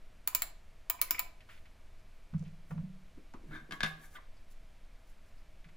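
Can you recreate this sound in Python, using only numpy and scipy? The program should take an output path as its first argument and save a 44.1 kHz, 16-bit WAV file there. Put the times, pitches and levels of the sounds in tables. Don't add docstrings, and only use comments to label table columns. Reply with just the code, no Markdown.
import sys
import numpy as np
from scipy import signal
from scipy.fft import rfft, irfft
from scipy.io import wavfile
from scipy.ndimage import uniform_filter1d

SR = 44100
rng = np.random.default_rng(int(sys.argv[2]) if len(sys.argv) > 2 else 0)


def natural_amplitude(level_db):
    exponent = np.asarray(level_db, float) / 20
    return 10 ** exponent


def to_wav(s):
    ch = np.atleast_2d(s).T
    pcm = np.round(np.clip(ch, -1, 1) * 32767)
    wavfile.write(sys.argv[1], SR, pcm.astype(np.int16))


N = 254180
SECONDS = np.arange(N) / SR


def ratchet():
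    # [t/s, snap peak/dB, shell above it/dB]
    pawl_drops = [
        (0.2749, -21.5, -12.5),
        (0.3489, -19, -14),
        (0.4202, -20.5, -16),
        (0.8991, -21, -10),
        (1.0149, -18, -13.5),
        (1.108, -20, -9.5),
        (1.1931, -22, -6),
    ]
    # [f/Hz, level/dB, t60/s]
    spring_modes = [(4200, -8, 0.01), (5080, -3.5, 0.0058), (7310, -4, 0.019), (9500, -11, 0.0058),
                    (11030, -3, .006), (12000, -27, 0.0061), (14200, 10, 0.003), (15730, 12.5, 0.0066),
                    (15550, -9.5, 0.0066)]
    # [f/Hz, level/dB, t60/s]
    shell_modes = [(680, -7, 0.045), (1010, -7, 0.14), (1250, -6.5, 0.065), (1560, -12, 0.0092),
                   (1920, -13, 0.043), (2300, 3, 0.046), (2675, -6.5, 0.023), (3030, -0.5, 0.016),
                   (3320, -7.5, 0.0087)]
    # [f/Hz, level per Hz/dB]
    snap_spectrum = [(290, -12.5), (500, -15.5), (986, -6.5), (2000, -5.5), (2320, -4.5), (3260, -9),
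                     (6330, -8.5), (7330, -6), (8250, -9.5), (11800, -3), (13400, -2), (15100, 7),
                     (16500, -23.5)]
    snap_ms = 0.704
    s, snap_db, shell_db = np.transpose(pawl_drops)
    snaps = [rattle(0.407, snap_ms) * natural_amplitude(db) for db in snap_db]
    cracks = [rattle(0.587, snap_ms) * natural_amplitude(db) for db in snap_db]
    crack = natural_amplitude(5.0) * shaped(laid(s, cracks), snap_spectrum)
    spring = natural_amplitude(-23) * strike(s, snaps, spring_modes, spread_db=3)
    knocks = [snap * natural_amplitude(db) for snap, db in zip(snaps, shell_db)]
    shell = natural_amplitude(-24) * strike(s + 0.0008, knocks, shell_modes, spread_db=2)
    return crack + spring + shell


def creaks():
    # [t/s, f/Hz, level/dB, length/ms]
    wheel_creaks = [(0.327, 1070, -63, 5.7), (.41, 2300, -63, 8.8), (.43, 680, -63, 6.9),
                    (.936, 1010, -58, 5.6), (0.988, 1010, -61.5, 5.9), (0.987, 2300, -60, 7.8),
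                    (1.08, 2100, -63.5, 14), (1.125, 2300, -70, 13), (1.144, 2300, -46.5, 7.9),
                    (1.16, 1250, -64, 4.5), (1.172, 1950, -63, 6), (1.18, 2300, -47, 10)]
    # [t/s, f/Hz, level/dB, length/ms]
    back_flexes = [
        (3.508, 1540, -61.5, 38),
        (3.547, 1560, -57.5, 22),
        (3.727, 1120, -60, 17),
        (3.73, 1670, -57, 12),
        (4.147, 1480, -60.5, 9.3),
        (4.152, 3200, -62, 9.5),
        (4.165, 1960, -55.5, 2.8),
        (4.179, 1070, -65, 12),
        (4.365, 4830, -79, 24),
        (5.376, 5000, -78, 10),
    ]
    rows = wheel_creaks + back_flexes
    slips = [ring(rattle(2.77, ms), hz, 30 / hz) * natural_amplitude(db - 6.5) for _, hz, db, ms in rows]
    return laid(np.array(rows)[:, 0], slips)


def back():
    # [t/s, peak/dB, rattle/ms]
    blow_rows = [
        (3.709, -43, 2),
        (3.7215, -36, 1.4),
        (3.8054, -32, 1.1),
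        (3.831, -28.5, 3.6),
        (3.846, -36, 2.7),
        (3.861, -38.5, 2.5),
        (3.993, -70, 1.1),
    ]
    # [f/Hz, level/dB, t60/s]
    back_modes = [(678, -28, 0.31), (777, -22, 0.46), (1120, -26, 0.45), (1219, -8.5, 0.12),
                  (1636, 3, 0.044), (1610, -10.5, 0.18), (1676, 0, 0.11), (1730, -22, 0.044),
                  (1994, -14, 0.14), (2140, -4, 0.095), (2290, -16, 0.055), (3200, -10.5, 0.062),
                  (3584, -5.5, 0.04), (1400, -29, 0.08)]
    # [f/Hz, level per Hz/dB]
    crash_spectrum = [(500, -50), (900, -28), (1700, 6), (2800, 14), (4200, 9), (7000, -2), (11000, -7),
                      (15500, -20), (16300, -45)]
    # [fastest t/s, ring level/dB, low drag level/dB, swell/ms, fade/ms]
    slide_rows = [
        (3.558, -49, -52.5, 56, 58),
        (3.65, -82, -70, 20, 27),
        (4.043, -60.5, -71.5, 100, 41),
        (4.164, -54.5, -73.5, 35, 35),
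    ]
    s, peak_db, length_ms = np.transpose(blow_rows)
    blows = [rattle(0.7, ms) * natural_amplitude(db) for db, ms in zip(peak_db, length_ms)]
    knocks = natural_amplitude(-21) * strike(s, blows, back_modes, spread_db=2, sense=1)
    edges = [rattle(0.76, 2 * ms) * natural_amplitude(db) for db, ms in zip(peak_db, length_ms)]
    crack = natural_amplitude(-7) * shaped(laid(s, edges), crash_spectrum)

    s, ring_db, low_db, swell_ms, fade_ms = np.transpose(slide_rows)
    ringing = strokes(s, ring_db, swell_ms, fade_ms)
    lead_s = 0.017
    low = strokes(s - lead_s, low_db, 1.76 * swell_ms, 1.65 * fade_ms)
    drag = grains(5000, spread_db=2)
    shell = sum(ring(drag * natural_amplitude(db), hz, 0.6 * t60) for hz, db, t60 in back_modes)
    wood = sum(ring(drag, hz, t60) for hz, t60 in [(150, 0.15), (230, 0.14), (310, 0.11)])
    return knocks + crack + ringing * rms_one(shell), low * rms_one(wood) * natural_amplitude(3.5)


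def table():
    # [t/s, peak/dB, push/ms]
    thumps = [
        (2.329, -28.5, 5.3),
        (2.699, -32.5, 7.2),
        (2.742, -40.5, 3.2),
        (2.772, -37.5, 4.7),
        (2.822, -36.5, 3.6),
        (5.64, -56, 4.5),
    ]
    # [f/Hz, level/dB, t60/s]
    top_modes = [(93, -13.5, 0.64), (134.8, -13.5, 0.46), (153.8, 1.5, 0.51), (170.5, 1.5, 0.45),
                 (187.7, -3.5, 0.57), (220, -3.5, 0.18)]
    # [t/s, peak/dB, push/ms]
    rim_drops = [
        (3.713, -50.5, 4.9),
        (3.806, -52.5, 2.2),
        (3.834, -37.5, 2.8),
    ]
    # [f/Hz, level/dB, t60/s]
    rim_modes = [(158.7, 0.5, 0.52), (210, 3, .12)]
    out = 0
    for rows, modes, sense in [(thumps, top_modes, -1), (rim_drops, rim_modes, 1)]:
        pushes = []
        for _, db, ms in rows:
            push = np.hanning(round(ms * SR / 1000))
            pushes.append(push * natural_amplitude(db) / (ms * SR / 2000))
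        out = out + strike(np.array(rows)[:, 0], pushes, modes, spread_db=1, sense=sense)
    return out


def touches():
    # [t/s, peak/dB, centre f/Hz, length/ms]
    brushes = [
        (1.405, -54.5, 2310, 11),
        (1.488, -52, 1490, 26),
        (1.495, -54.5, 2230, 57),
        (1.575, -56, 2300, 8),
        (1.655, -55.5, 2040, 11),
        (2.424, -54.5, 500, 10.4),
        (3.337, -46.5, 1000, 10),
        (5.643, -54.5, 1980, 8),
        (5.687, -58, 1900, 6.27),
        (2.45, -61, 2430, 33),
    ]
    # [t/s, peak/dB]
    unsticks = [
        (1.378, -73),
        (1.995, -67),
        (2.381, -60),
        (2.394, -54.5),
        (2.41, -63),
        (2.425, -60),
        (2.439, -61),
        (2.48, -65),
        (3.337, -57),
    ]
    # [t/s, peak/dB, length/ms]
    pats = [
        (1.109, -50, 4.3),
        (3.171, -49, 31.6),
        (3.341, -44, 9),
        (3.372, -53, 8.3),
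        (3.433, -53, 36),
        (3.691, -48, 15),
        (3.718, -45, 10),
    ]
    # [t/s, peak/dB]
    corners = [
        (2.337, -51),
        (2.707, -45),
        (2.778, -51.5),
    ]
    # [f/Hz, level/dB, length/ms]
    corner_tones = [(1540, -5, 8.7), (1000, -2, 6.2), (500, -6, 8.2)]
    rows = brushes + [(s, db, 5830, 1.5) for s, db in unsticks] + [(s, db, 231, ms) for s, db, ms in pats]
    rows = rows + [(s, db + tone_db, hz, ms) for s, db in corners for hz, tone_db, ms in corner_tones]
    bursts = []
    for _, db, hz, ms in rows:
        hollow = signal.iirpeak(hz, 1.3, SR)
        dull = signal.lfilter(*hollow, signal.lfilter(*hollow, rattle(0.587, ms)))
        bursts.append(dull / np.abs(dull).max() * natural_amplitude(db + 1.0))
    return laid(np.array(rows)[:, 0], bursts)


def rubbing():
    # [fastest t/s, level/dB, swell/ms, fade/ms]
    rubs = [(1.51, -74, 58, 140), (2.15, -83, 27, 57), (2.39, -92, 60, 98), (2.71, -73, 44, 42),
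            (3.558, -74, 110, 70), (3.734, -65.5, 23, 57), (3.88, -62, 40, 61), (4.048, -64, 62, 35),
            (4.158, -66.5, 83, 24), (4.52, -68, 31, 18), (4.64, -93, 64, 110), (5.095, -76.5, 70, 52),
            (5.28, -83, 88, 77), (5.385, -85.5, 66, 72), (5.5, -96, 37, 40)]
    # [f/Hz, level per Hz/dB]
    skin_spectrum = [(900, -26), (2000, -11), (5000, 3), (9000, 6.5), (12000, 4), (15500, 4.5),
                     (16000, -17)]
    return strokes(*np.transpose(rubs)) * coloured(skin_spectrum, grains(6500, spread_db=4.5))


def room(x):
    # [f/Hz, t60/s]
    room_t60 = [(100, 0.8), (500, 0.52), (1500, 0.37), (4000, 0.35), (8000, 0.26), (15000, 0.17)]
    t = np.arange(SR // 2) / SR
    edges = 70 * 2 ** np.arange(0, 8.1, 0.5)
    reply = 0
    for low, high in zip(edges, edges[1:]):
        half_octave = signal.butter(2, [low, high], "band", fs=SR, output="sos")
        band = signal.sosfilt(half_octave, rng.standard_normal((2, len(t))))
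        reply = reply + band * natural_amplitude(-60 * t / at_hz(room_t60, np.sqrt(low * high)))
    early = natural_amplitude(5.5) * np.exp(-t * 1000 / 7.5)
    onset = np.clip((t - 0.0006) / 0.00048, 0, 1)
    reply = reply * onset * (1 + early) * natural_amplitude([[-36], [-35]])
    reply = signal.sosfilt(signal.cheby2(8, 40, 16300, fs=SR, output="sos"), reply)
    wall_ms, wall_db = 8, -16
    reply[0, round(wall_ms * SR / 1000)] += natural_amplitude(wall_db)
    return signal.fftconvolve(x[None], reply, axes=1)[:, :N]


def moving_room(x, count):
    shift_s = 0.085
    turn = [np.clip(1 - np.abs((SECONDS / shift_s - k) % count - 1), 0, 1) for k in range(count)]
    return sum(room(x * share) for share in turn)


def ports(mid):
    # [f/Hz, width/Hz, depth 0-1]
    port_dips = [(8500, 700, .88), (13400, 1000, .96)]
    for hz, width_hz, depth in port_dips:
        mid = mid - depth * signal.lfilter(*signal.iirpeak(hz, hz / width_hz, SR), mid)
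    return mid


def air():
    # [f/Hz, level per Hz/dB]
    air_spectrum = [(3.5, -40), (6.0, 2), (18, -2), (28, -7), (44, -19.5), (74, -19), (103, -27),
                    (345, -37.5), (393, -38.5), (642, -38.5), (834, -41), (2370, -43), (3080, -46),
                    (14800, -61.5)]
    # [f/Hz, level relative to mid/dB]
    air_side = [(60, -38), (110, -28), (200, -20), (380, -13.5), (700, -17), (1290, -14), (2380, -38),
                (4400, -26), (8120, -26), (15000, -8)]
    # [f/Hz, width/Hz, level/dB]
    hum_tones = [(637, 40, -78), (2286, 150, -83)]
    mid = natural_amplitude(-50.5) * coloured(air_spectrum, rng.standard_normal(N))
    for hz, width_hz, db in hum_tones:
        hum = signal.lfilter(*signal.iirpeak(hz, hz / width_hz, SR), rng.standard_normal(N))
        mid = mid + natural_amplitude(db) * rms_one(hum)
    mid = signal.sosfilt(signal.cheby2(10, 30, 15000, fs=SR, output="sos"), mid)
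    any_phase = np.exp(2j * np.pi * rng.random(N // 2 + 1))
    return np.array([mid, shaped(mid, air_side, turn=any_phase)])


def ring(force, hz, t60):
    r, w = natural_amplitude(-60 / (t60 * SR)), 2 * np.pi * hz / SR
    return signal.lfilter([0, np.sin(w)], [1, -2 * r * np.cos(w), r * r], force + 1e-18)


def strike(times, pulses, modes, spread_db, sense=-1):
    luck = rng.standard_normal((len(times), 32))
    out = 0
    for k, (hz, level_db, t60) in enumerate(modes):
        gain = sense ** k * natural_amplitude(level_db + spread_db * luck[:, k])
        force = laid(times, [pulse * g for pulse, g in zip(pulses, gain)])
        out = out + ring(force, hz, t60)
    return out


def rattle(rise_ms, length_ms):
    ms = np.arange(4096) * 1000 / SR
    swell = np.minimum(ms / rise_ms, 1) ** 2 * np.exp(-np.maximum(ms - rise_ms, 0) / length_ms)
    burst = rng.standard_normal(len(ms)) * swell
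    for _ in range(6):
        even = irfft(np.exp(1j * np.angle(rfft(burst))))
        burst = even / np.sqrt(np.abs(uniform_filter1d(even ** 2, size=24)) + 1e-12) * swell
    return burst


def grains(per_s, spread_db):
    sizes = natural_amplitude(spread_db * np.minimum(rng.exponential(1, N), 4)) * rng.choice([-1, 1], N)
    return sizes * (rng.random(N) < per_s / SR)


def strokes(times, levels_db, swells_ms, fades_ms):
    drop_db = 20
    coarse = SECONDS[::32]
    ms = (coarse[:, None] - times) * 1000
    away = np.hypot(np.where(ms < 0, ms / swells_ms, ms / fades_ms), 0.15) - 0.15
    return np.interp(SECONDS, coarse, natural_amplitude(levels_db - drop_db * away).sum(axis=1))


def laid(times, pulses):
    out = np.zeros(N + SR)
    for s, pulse in zip(times, pulses):
        out[round(s * SR):][:len(pulse)] += pulse
    return out[:N]


def at_hz(points, hz):
    table_hz, values = np.array(points)[:, 0], np.array(points)[:, 1]
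    return np.interp(np.log(hz), np.log(table_hz), values)


def shaped(x, spectrum, turn=1):
    hz = np.maximum(np.fft.rfftfreq(N, 1 / SR), 1)
    return irfft(turn * rfft(x) * natural_amplitude(at_hz(spectrum, hz)), N)


def coloured(spectrum, white):
    return rms_one(shaped(white, spectrum))


def rms_one(x):
    return x / np.sqrt(np.mean(x ** 2) + 1e-20)


def scene():
    # [f/Hz, level/dB]
    near_side = [(60, -23.5), (200, -17), (500, -4.5), (1500, -4), (4000, -5.5), (8500, -3), (10000, 1.5),
                 (10900, -27), (11800, -18), (13500, 11.5), (15000, -17.5), (15600, -14), (17000, -28)]
    cover, wood = back()
    plastic_band = signal.butter(3, [300, 15900], "band", fs=SR, output="sos")
    plastic = signal.sosfilt(plastic_band, ratchet() + creaks() + cover) + touches() + rubbing()
    panel = table() + wood
    near = plastic + panel
    echo = moving_room(plastic, count=3)
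    side = shaped(near + echo[1], near_side, turn=1j)
    side = side + 0.17 * cover - 0.088 * panel
    both = np.array([ports(near + echo[0]), side]) + air()
    mid, side = signal.sosfilt(signal.cheby2(12, 60, 17300, fs=SR, output="sos"), both)
    return np.array([mid + side, mid - side])


def band_limit(x):
    return signal.sosfilt(signal.butter(12, 17160, fs=SR, output="sos"), x)


def record(dry):
    return band_limit(dry)


dry = scene()
out = record(dry)
to_wav(out)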